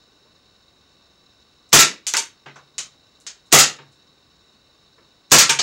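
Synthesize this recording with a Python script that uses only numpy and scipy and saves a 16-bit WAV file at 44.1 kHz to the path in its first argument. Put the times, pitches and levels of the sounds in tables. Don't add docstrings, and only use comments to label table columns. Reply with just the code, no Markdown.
import sys
import numpy as np
from scipy import signal
from scipy.fft import rfft, irfft
from scipy.io import wavfile
from scipy.ndimage import uniform_filter1d

SR = 44100
rng = np.random.default_rng(int(sys.argv[2]) if len(sys.argv) > 2 else 0)


def boost(x):
    u = np.asarray(x, float) / 20
    return 10 ** u


def to_wav(s):
    ch = np.atleast_2d(s).T
    pcm = np.round(np.clip(ch, -1, 1) * 32767)
    wavfile.write(sys.argv[1], SR, pcm.astype(np.int16))


N = 248062
TAIL = 21000


def evened(x):
    return x / np.sqrt(np.mean(x ** 2) + 1e-20)


def read(points, hz):
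    f, value = np.transpose(points)
    return np.interp(np.log(hz + 1), np.log(f + 1), value)


def add(mix, start_s, sound):
    part = mix[round(start_s * SR):][:len(sound)]
    part += sound[:len(part)]


def smooth_noise(shape, size):
    return uniform_filter1d(uniform_filter1d(rng.standard_normal(shape), size=size), size=size)


def band(x, lo_hz, hi_hz):
    x = signal.sosfilt(signal.butter(1, lo_hz, "high", fs=SR, output="sos"), x)
    return signal.sosfilt(signal.butter(3, min(hi_hz, .45 * SR), fs=SR, output="sos"), x)


# pitch_hz, level_db
HISS = [(25, -14), (60, 2.5), (400, -1.5), (1000, -9), (2000, -11.5), (3300, -16), (7500, -21.5),
        (11000, -31.5), (15600, -38.5)]
# pitch_hz, half_width_hz, level_db
DRIVE_WHINE = [(1120, 91, -72.5), (1490, 58, -75.5), (2660, 40, -81.5), (2899, 210, -77), (3677, 81, -70),
               (3926, 110, -64), (4340, 84, -72.5), (4570, 120, -74.5), (5334, 190, -69),
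               (6100, 120, -80.5), (6460, 223, -82), (7010, 200, -78.5)]


def camera_noise():
    hz, t = np.fft.rfftfreq(N, 1 / SR), np.arange(N) / SR
    hiss_noise, drive_noise = rfft(rng.standard_normal((2, N)))
    hiss = boost(-61.5) * evened(irfft(hiss_noise * boost(read(HISS, hz)), N))
    humps = np.zeros(len(hz))
    for pitch_hz, width_hz, db in DRIVE_WHINE:
        hump = np.exp(-((hz - pitch_hz) / width_hz) ** 2 / 2)
        humps += boost(db) * hump * np.sqrt(SR / 2 / width_hz / np.sqrt(np.pi))
    throb = boost(1.5 * evened(smooth_noise(N, 300)))
    whine = throb * irfft(drive_noise * humps, N)
    thin_tone = boost(-84) * np.sqrt(2) * np.sin(2 * np.pi * 15682 * t)
    return hiss + whine + thin_tone


# pitch_hz, t60_s
ROOM = [(70, 0.13), (140, 0.39), (300, 0.36), (700, .24), (1700, 0.26), (4500, .22), (8000, 0.18),
        (13000, 0.18)]


def cellar(direct_db, puff_s, build_s=0.0018, patchy_db=1.5, colour_db=2.5, wall_db=-10):
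    t, hz = np.arange(TAIL) / SR, np.fft.rfftfreq(TAIL, 1 / SR)
    burst, echoes, patches = rng.standard_normal((3, TAIL))
    burst = (burst * np.exp(-t / puff_s))[:2000]
    burst = burst * np.sqrt(puff_s * SR / 2) / np.linalg.norm(burst)
    walls = np.zeros(1400)
    walls[rng.integers(100, 1400, size=7)] = boost(wall_db)
    walls = walls * boost(-60 * t[:len(walls)] / 0.16)
    walls[0] = 1
    direct = signal.fftconvolve(burst, walls)

    echoes = echoes * boost(patchy_db * evened(uniform_filter1d(patches, size=60)))
    clusters = evened(smooth_noise(len(hz), 50))
    spectrum = rfft(echoes) * boost(colour_db * clusters)
    place = read([(f, k) for k, (f, _) in enumerate(ROOM)], hz)
    tail = np.zeros(TAIL)
    for k, (_, t60_s) in enumerate(ROOM):
        share = np.maximum(1 - abs(place - k), 0)
        tail += irfft(spectrum * share) * boost(-60 * t / t60_s)
    heard = tail * (1 - np.exp(-t / build_s))
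    add(heard, 0, boost(direct_db) * direct)
    return heard


def rings(modes):
    t = np.arange(TAIL) / SR
    a, b = smooth_noise((2, len(modes), TAIL), 900)
    waver = 1 + .3 * (evened(a) + 1j * evened(b))
    hz, db, t60_s = np.transpose(modes)[:, :, None]
    tones = boost(db - 60 * t / t60_s) * (waver * np.exp(2j * np.pi * hz * t)).imag
    return (1 - np.exp(-t / 0.0084)) * tones.sum(axis=0)


# pitch_hz, level_db, t60_s
BOX = [(140, 0, .6), (405, -4, .2), (520, -8, .15), (915, 0, .2), (1570, -5, .1), (2320, -6, .14),
       (2907, -8, .14)]


def knock(db, lo_hz, hi_hz, direct_db, ring_db=-60, modes=BOX, puff_s=0.00062):
    heard = band(cellar(direct_db, puff_s), lo_hz, hi_hz)
    heard /= np.sqrt(np.mean(heard[200:900] ** 2))
    return boost(db) * (heard + boost(ring_db) * band(rings(modes), lo_hz, hi_hz))


# start_s, level_db, box_ring_db
THUDS = [
    (.25, -53.5, -22),
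    (2.460, -40.5, 7.5),
    (2.7836, -46.5, 1),
    (3.789, -45.5, 9.5),
    (4.982, -50, -8),
    (5.4925, -34, 13.5),
    (5.590, -31, 8.5),
]


def box_thuds():
    out = np.zeros(N)
    for start_s, db, ring_db in THUDS:
        add(out, start_s, knock(db, lo_hz=121, hi_hz=640, direct_db=-13, ring_db=ring_db))
    return out


# start_s, level_db, contact_hardness_hz, box_ring_db
RAPS = [
    (2.139, -18.5, 2700, -22),
    (2.169, -26.5, 4240, 14),
    (2.459, -37.5, 2430, -8.5),
    (2.557, -40.5, 1500, -10),
    (3.785, -43, 2290, 4),
    (4.98, -53.5, 1580, -8),
    (5.492, -15.5, 3100, 7.5),
]


def box_raps():
    out = np.zeros(N)
    for start_s, db, hard_hz, ring_db in RAPS:
        direct_db = -7 + 21 * np.log2(hard_hz / 2000)
        modes = BOX[1:]
        add(out, start_s, knock(db, hard_hz / 2.43, hard_hz, direct_db, ring_db, modes))
    return out


# start_s, level_db, low_edge_hz, contact_hardness_hz, direct_db
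TICKS = [
    (2.0674, -19, 7000, 10860, 7.5),
    (2.1379, -22.5, 3000, 10900, 22),
    (2.1687, -16.5, 6100, 11000, 15),
    (2.556, -52, 1800, 6800, -4),
    (2.7816, -24.5, 2770, 9000, 7.5),
    (3.2662, -31.5, 1703, 7810, 8),
    (5.495, -12.5, 3960, 9300, 12),
    (5.589, -13.5, 2000, 5670, 6),
]


def pellet_ticks():
    out = np.zeros(N)
    for start_s, db, lo_hz, hard_hz, direct_db in TICKS:
        add(out, start_s, knock(db, lo_hz, hard_hz, direct_db, ring_db=-35))
    return out


# start_s, level_db, low_edge_hz, direct_db
TRIGGER = [
    (1.692, -61, 2500, 17),
    (3.2018, -59, 8930, 31),
    (3.209, -51.5, 9000, 16),
    (3.461, -62.5, 8930, 11.5),
    (3.469, -62, 8000, 12.5),
    (3.92, -59, 6000, 2.5),
    (5.299, -53, 1200, 5),
]


def trigger_creep():
    out = np.zeros(N)
    for start_s, db, lo_hz, direct_db in TRIGGER:
        add(out, start_s, band(knock(db, lo_hz, 10500, direct_db), lo_hz, 16000))
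    return out


# pitch_hz, level_db, t60_s
BARREL = [(147, -1, .25), (240, -3, .12), (345, 2, .1), (420, 4, .12), (510, -1, .1), (688, 0, .1),
          (1130, -5, .1)]
# pitch_hz, level_db, t60_s
SLIDE = [(1340, 0, .19), (1373, -3, .17), (1650, -7, .12), (2640, -9, .12)]
# blast_s, hammer_db, barrel_thump_db, slide_return_delay_s, slide_ring_db
SHOTS = [
    (1.7293, -29, -3, .060, 0.5),
    (3.5256, -23.5, -1, .061, -3.5),
    (5.3174, -27.5, -3.5, .066, -0.5),
]


def pistol_shots():
    out = np.zeros(N)
    for blast_s, hammer_db, thump_db, slide_delay_s, ring_db in SHOTS:
        sear = knock(hammer_db - 22.5, lo_hz=3000, hi_hz=6000, direct_db=5)
        add(out, blast_s - .0125, sear)
        hammer = knock(hammer_db, lo_hz=2000, hi_hz=8000, direct_db=5)
        add(out, blast_s - .0065, hammer)
        t = np.arange(-.009, 0, 1 / SR)
        gas = evened(band(rng.standard_normal(len(t)), lo_hz=500, hi_hz=5000))
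        add(out, blast_s + t[0], boost(-13 + 6700 * t) * gas)
        blast = knock(5.5, lo_hz=150, hi_hz=11500, direct_db=-2.5, ring_db=thump_db,
                      modes=BARREL, puff_s=0.0029)
        add(out, blast_s, blast)
        slide = knock(0.97, lo_hz=1800, hi_hz=10146, direct_db=1.0, ring_db=ring_db,
                      modes=SLIDE, puff_s=.002)
        add(out, blast_s + slide_delay_s, slide)
    return out


def scene():
    return (box_thuds() + box_raps() + pellet_ticks() + trigger_creep() + pistol_shots())[None]


def roll_off(x):
    return signal.sosfilt(signal.butter(12, 16970, fs=SR, output="sos"), x)


# pitch_hz, gain_db
MIC = [(40, -17.5), (150, -10.5), (1000, -4), (3000, -2.5), (5000, -1.5), (6800, 3), (8200, -3.5),
       (10000, -14), (15500, -20.5)]


def record(dry):
    log_gain = np.log(boost(read(MIC, abs(np.fft.fftfreq(4096, 1 / SR)))))
    capsule = np.fft.ifft(np.exp(np.conj(signal.hilbert(log_gain)))).real[:2048]
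    ceiling, knee = 0.53, 5.
    x = signal.oaconvolve(dry, capsule[None])[:, :N] / ceiling
    x = ceiling * x / (1 + abs(x) ** knee) ** (1 / knee)
    x = x + camera_noise()
    band_limit = signal.firwin(511, 15850, window=("kaiser", 6), fs=SR)
    x = signal.oaconvolve(x, band_limit[None], "same")
    return roll_off(x)


dry = scene()
out = record(dry)
to_wav(out)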